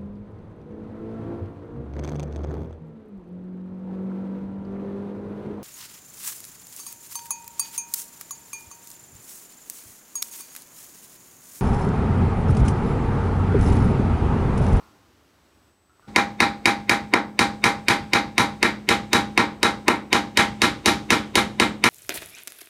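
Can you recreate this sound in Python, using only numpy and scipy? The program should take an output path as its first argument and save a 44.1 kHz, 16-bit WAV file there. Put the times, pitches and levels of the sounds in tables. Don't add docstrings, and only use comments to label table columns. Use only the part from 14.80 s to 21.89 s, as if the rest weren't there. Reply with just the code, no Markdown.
import sys
import numpy as np
from scipy import signal
from scipy.fft import rfft, irfft
from scipy.io import wavfile
from scipy.ndimage import uniform_filter1d

SR = 44100
rng = np.random.default_rng(int(sys.argv[2]) if len(sys.argv) > 2 else 0)


def store_wav(level_fs):
    pcm = np.round(np.clip(np.atleast_2d(level_fs), -1, 1) * 32767)
    wavfile.write(sys.argv[1], SR, pcm.T.astype(np.int16))


def rack_gain(trim_db):
    fader = np.asarray(trim_db, float)
    return 10 ** (fader / 20)


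N = 312669
SIZE = 2 ** 15
T = np.arange(SIZE) / SR
HZ = np.fft.rfftfreq(SIZE, 1 / SR) + 1e-3


def read(table, hz):
    table = np.array(table, float)
    return np.interp(np.log(hz), np.log(table[:, 0]), table[:, 1])


def unit(x):
    return x / np.sqrt(np.mean(x ** 2))


def rise(start_s, length_s):
    return np.sin(np.pi / 2 * np.clip((T - start_s) / length_s, 0, 1)) ** 2


def mode(hz, db, t60_s, delay_s=0.):
    t = np.maximum(T - delay_s, 0)
    return rack_gain(db) * np.sin(2 * np.pi * hz * t) * rack_gain(-60 * t / t60_s)


def diffuse(spectrum, t60_of, count):
    noise = rfft(rng.standard_normal((count, SIZE))) * rack_gain(read(spectrum, HZ))
    out = 0
    for hz in 30 * 2 ** np.arange(0, 9.5, .5):
        band = np.clip(1 - 2 * np.abs(np.log2(HZ / hz)), 0, 1)
        out = out + irfft(noise * band) * rack_gain(-60 * T / t60_of(hz))
    return out / np.sqrt(np.mean(out[:, :SR // 20] ** 2))


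# [f/Hz, level/dB per Hz]
AIR_SPECTRUM = [(15, -52), (25, -22), (70, 1), (150, -11), (313, -4), (450, -12), (1280, -14), (2200, -20),
                (6000, -25), (8500, -32), (15200, -33), (16500, -46)]
# [t/s, level/dB]
AIR_LEVEL = [
    (0, -54),
    (.18, -58),
    (.88, -60),
    (.96, -64),
    (1.1, -64),
    (1.3, -58),
    (7.1, -58),
]


def air():
    hz = np.fft.rfftfreq(N, 1 / SR) + 1e-3
    noise = unit(irfft(rfft(rng.standard_normal(N)) * rack_gain(read(AIR_SPECTRUM, hz)), N))
    return noise * rack_gain(np.interp(np.arange(N) / SR, *np.transpose(AIR_LEVEL)))


# [f/Hz, level/dB]
WHINE_PARTIALS = [
    (8010, 0),
    (12016, -17),
]
# [t/s, level/dB]
WHINE_LEVEL = [
    (0, -78),
    (.35, -85),
    (.85, -75),
    (7.1, -76),
]


def whine():
    t = np.arange(N) / SR
    tones = sum(rack_gain(db) * np.sin(2 * np.pi * f * t) for f, db in WHINE_PARTIALS)
    return tones * np.sqrt(2) * rack_gain(np.interp(t, *np.transpose(WHINE_LEVEL)))


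# [t/s, f/Hz, level/dB, t60/s]
METAL_TOUCHES = [
    (0, 1315, -61, 0.72),
    (0, 1160, -61, 0.8),
    (0, 820, -63, 1),
    (0, 322, -72, 0.94),
    (.03, 4500, -70, .3),
    (1.096, 1320, -65, 0.37),
    (1.196, 1200, -51, 0.011),
    (1.225, 1390, -60, 0.62),
]


def touches():
    out = np.zeros(N)
    for s, f, db, t60_s in METAL_TOUCHES:
        i = int(s * SR)
        detune = 1 + 0.059 * rng.standard_normal(3)
        out[i:i + SIZE] += sum(mode(f * k, db, t60_s) for k in detune)
    return out


# [f/Hz, level/dB, t60/s, delay/s]
CONTACT_MODES = [
    (2172, 3.5, 0.0069, 0.00029),
    (3697, -17, 0.06, 0.000081),
    (999, -13.5, 0.062, 0.00266),
    (323, -3, 0.023, 0.0014),
]
# [delay/s, level/dB]
BENCH_ECHOES = [
    (.0028, -39),
    (.0058, -24),
]
# [f/Hz, level/dB per Hz]
CHATTER_SPECTRUM = [(150, -38), (300, -10.5), (1000, -12), (1500, -12.5), (1900, -2.5), (2400, 2),
                    (2700, -6.5), (3900, -16), (4600, -10.5), (9800, -17.5), (12000, -24), (16500, -42)]


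def contact():
    first = sum(mode(*row) for row in CONTACT_MODES)
    echoes = sum(rack_gain(db) * np.exp(-2j * np.pi * HZ * s) for s, db in BENCH_ECHOES)
    first = irfft(rfft(first) * (1 + echoes))
    noise = rfft(rng.standard_normal((4, SIZE)))
    chatter = rfft(unit(irfft(noise * rack_gain(read(CHATTER_SPECTRUM, HZ)))))
    high = 1 / (1 + (1500 / HZ) ** 4)
    crack = irfft(chatter * high) * (rack_gain(3.5) * (1 - rise(0.00066, 0.0015)) + rack_gain(-3.0 - T / 0.0012))
    thump = irfft(chatter * (1 - high)) * rise(0.00029, 0.0019) * rack_gain(6.0)
    gripped = 1 - rise(0.0066, 0.0059)
    return first * rise(0, 0.00088), rack_gain(-7.5) * (crack + thump) * gripped * rise(0, 0.00065)


HEAD_MODES_HZ = [3812, 3867, 4188, 4727, 5329, 5620, 6126, 7725, 8790, 10600]
# [level/dB, t60/s]
HEAD_DECAYS = [(-23, 0.26), (-18, 0.16), (-31.5, 0.22), (-38.5, 0.39), (-34.5, 0.26), (-24.5, 0.069),
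               (-33.5, 0.2), (-60, 0.088), (-37, 0.14), (-34, 0.15)]


def head_modes():
    modes = [mode(f, *row) for f, row in zip(HEAD_MODES_HZ, HEAD_DECAYS)]
    return np.array(modes) * rise(0, 0.0028)


# [low/Hz, high/Hz]
FINE_BAND_HZ = (2600, 11500)
FINE_DB, FINE_DB_PER_OCT, FINE_T60_S, FINE_SPREAD_DB = -43, -6.5, 0.17, 6


def fine_partials():
    fine_hz = np.geomspace(*FINE_BAND_HZ, 48) * (1 + .015 * rng.standard_normal(48))
    level_db = FINE_DB + FINE_DB_PER_OCT * np.log2(fine_hz / 4000)
    modes = [mode(f, db, FINE_T60_S) for f, db in zip(fine_hz, level_db)]
    return np.array(modes) * rise(0, 0.0028)


RING_MODES_HZ = [210, 254, 300, 334, 361, 458, 700, 806, 918, 994, 1174, 1220, 1330, 1374, 1647, 1691, 1832,
                 1873, 1992, 2102, 2290, 2378, 2494, 2875]
# [level/dB, t60/s]
RING_DECAYS = [(-27.5, 1.31), (-26, 0.28), (-24, 0.5), (-7.5, 0.13), (-25, 0.29), (-17.5, 0.18),
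               (-49, 0.17), (-13.5, 0.39), (-12, 0.23), (-11, 0.18), (-22, 0.25), (-14, 0.19), (-17, 0.26),
               (-12.5, 0.15), (-19, 0.2), (-5, 0.13), (-14, 0.13), (-15, 0.21), (-16.5, 0.16), (-16, 0.24),
               (-20, 0.22), (-16, 0.2), (-18, 0.16), (-19.5, 0.14)]
BLADE_HZ = 806


def ring_modes():
    rings = np.array([mode(f, *row) for f, row in zip(RING_MODES_HZ, RING_DECAYS)])
    steps = np.repeat(rng.standard_normal((len(rings), SIZE // 512)), 512, axis=1)
    clustered = np.array(RING_MODES_HZ)[:, None] > 850
    rings = rings * (1 + .7 * uniform_filter1d(steps, 512, axis=1) * clustered)
    return rack_gain(-1.5) * rings * rise(0.00054, 0.037)


# [f/Hz, level/dB per Hz]
WALL_SPECTRUM = [(18, -46), (40, -28.5), (212, -8), (732, -9.5), (814, -7.5), (1060, -6), (2340, -9),
                 (2670, -19.5), (3860, -14), (4530, -18), (10500, -26), (14800, -41), (16500, -83)]
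# [f/Hz, t60/s]
WALL_DECAY = [(60, 0.79), (200, 0.51), (500, 0.31), (1100, 0.27), (2900, 0.3), (7700, 0.21), (14000, 0.19)]


def wall_echo():
    walls = diffuse(WALL_SPECTRUM, lambda hz: read(WALL_DECAY, hz), count=4)
    return rack_gain(-16.5) * walls * (rack_gain(-10.0) + rise(0.0056, 0.022)) * rise(0.0021, 0.0043)


# [f/Hz, level/dB per Hz]
RATTLE_SPECTRUM = [(18, -46), (30, 0), (248, 0), (676, -13), (835, -11.5), (1530, -19), (2160, -24),
                   (8310, -33), (14500, -55), (16500, -67.5)]


def loose_rattle():
    return rack_gain(-33.5) * diffuse(RATTLE_SPECTRUM, lambda hz: 1.2, count=4) * rise(0.012, 0.082)


# [f/Hz, level/dB, t60/s, delay/s]
BOOM_MODES = [
    (84, -26.5, 0.093, 0.0127),
    (110, -22.5, 0.11, 0.01282),
    (230.5, -16, 0.075, 0.0183),
    (332, -13, 0.049, 0.0188),
    (940, -24, 0.019, 0.023),
]


def boom():
    return sum(mode(*row) for row in BOOM_MODES)


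# [t/s, crack/dB, thump/dB, brightness/dB, blade ring/dB]
EARLIER_BLOW = (1.112, -7, -13, -22, 0)
# [t/s, crack/dB, thump/dB, brightness/dB, blade ring/dB]
HAMMER_BLOWS = [(1.3606, -5, -12, -25, 2), (1.603, -6.5, -13.5, -26, 2.5), (1.856, -6, -13, -24, 2.5),
                (2.0944, -6, -13.5, -24.5, 1.5), (2.337, -5, -6.5, -29, -4), (2.591, -7.5, -13.5, -23.5, 2),
                (2.8397, -7.5, -14, -23.5, 2), (3.083, -8, -15, -24.5, 2.5),
                (3.3335, -8.5, -14, -26.5, -0.5), (3.5799, -9, -13.5, -23.5, -1),
                (3.8281, -6, -12, -24, -9), (4.0889, -9, -14.5, -24.5, 1), (4.331, -9.5, -13.5, -23, 1),
                (4.576, -8.5, -11, -27.5, -3.5), (4.8298, -10, -12, -24, -1.5), (5.0809, -7, -6.5, -23, -9),
                (5.3284, -9, -11, -21.5, -1.5), (5.5723, -9.5, -15, -22, 1.5),
                (5.8179, -10, -14.5, -22, -3), (6.0584, -11, -14, -20, -2.5),
                (6.304, -10.5, -13, -21, -6.5), (6.5545, -10.5, -12.5, -20, -6.5),
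                (6.7987, -9.5, -10.5, -21.5, -9.5), (7.0392, -9, -11.5, -18.5, -4)]
# [crack/dB, thump/dB, brightness/dB]
USUAL_BLOW = (-7, -13, -22)
CUT_S, CUT_FADE_S = 1.272, .014
WET_DB, WET_PER_THUMP, WET_PER_CRACK, HEAD_DB, HEAD_PER_BRIGHT = -0.86, -0.84, -0.48, 0.7, 0.19
MIDDLE_S, LOWER_DB_PER_S, UPPER_DB_PER_S, SOFTEN_DB_PER_S = 3.17, 0.61, 2.13, -0.15
CONTACT_LOW_HZ = 222


def hammer():
    out = np.zeros(N + SIZE)
    knock, chatter = contact()
    heads, fine, rings = head_modes(), fine_partials(), ring_modes()
    walls, rattle, floor = wall_echo(), loose_rattle(), boom()
    lead = SR // 40
    for s, crack_db, thump_db, bright_db, blade_db in np.vstack([EARLIER_BLOW, HAMMER_BLOWS]):
        crack, thump, bright = np.subtract((crack_db, thump_db, bright_db), USUAL_BLOW)
        wet_db = WET_DB + WET_PER_THUMP * thump + WET_PER_CRACK * crack
        ping = HEAD_DB + HEAD_PER_BRIGHT * bright
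        later_s = s - MIDDLE_S
        lower = crack + later_s * LOWER_DB_PER_S
        upper = crack + later_s * UPPER_DB_PER_S

        weights = np.r_[1, .45 * rng.standard_normal(3)]
        weights = weights / np.linalg.norm(weights)
        first = irfft(rfft(knock + weights @ chatter) / (1 + CONTACT_LOW_HZ / (1j * HZ)) ** 2)
        head = rack_gain(2.0 * rng.standard_normal(len(heads))) @ heads
        head = head + rack_gain(FINE_SPREAD_DB * rng.standard_normal(len(fine))) @ fine
        share_db = 1.94 * rng.standard_normal(len(rings))
        share_db = np.where(np.array(RING_MODES_HZ) == BLADE_HZ, blade_db, share_db)
        wet = head + rack_gain(share_db) @ rings + weights @ walls + weights @ rattle + floor
        blow = rack_gain(-1.5 + SOFTEN_DB_PER_S * later_s) * first + rack_gain(wet_db) * wet
        blow = np.roll(blow, lead)

        trace = unit(irfft(rfft(rng.standard_normal(SIZE)) * np.abs(rfft(knock)) ** 0.67))
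        swell = rack_gain((T[:lead] - T[lead]) / 0.0008)
        blow[:lead] += rack_gain(-25.5 + 2.5 * rng.standard_normal()) * trace[:lead] * swell

        tone = read([(120, 0), (280, thump), (1100, thump), (1800, lower), (2400, lower),
                     (3000, upper), (3900, ping), (9500, bright)], HZ)
        tone = tone + 1.0 * read(np.c_[np.geomspace(200, 16000, 20), rng.standard_normal(20)], HZ)
        i = int((s + .0002) * SR) - lead
        out[i:i + SIZE] += rack_gain(-2.0) * irfft(rfft(blow) * rack_gain(tone))
    t = np.arange(N) / SR
    return out[:N] * np.clip((t - CUT_S) / CUT_FADE_S, 0, 1)


def scene():
    return (air() + whine() + touches() + hammer())[None]


def roll_off(x):
    return signal.sosfilt(signal.butter(12, 16650, fs=SR, output="sos"), x)


def record(dry):
    x = .9 * np.tanh(dry / .9)
    x = signal.sosfilt(signal.butter(4, 52, "high", fs=SR, output="sos"), x)
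    x = signal.sosfilt(signal.ellip(8, .3, 60, 15700, fs=SR, output="sos"), x)
    return roll_off(x)


dry = scene()
out = record(dry)
store_wav(out)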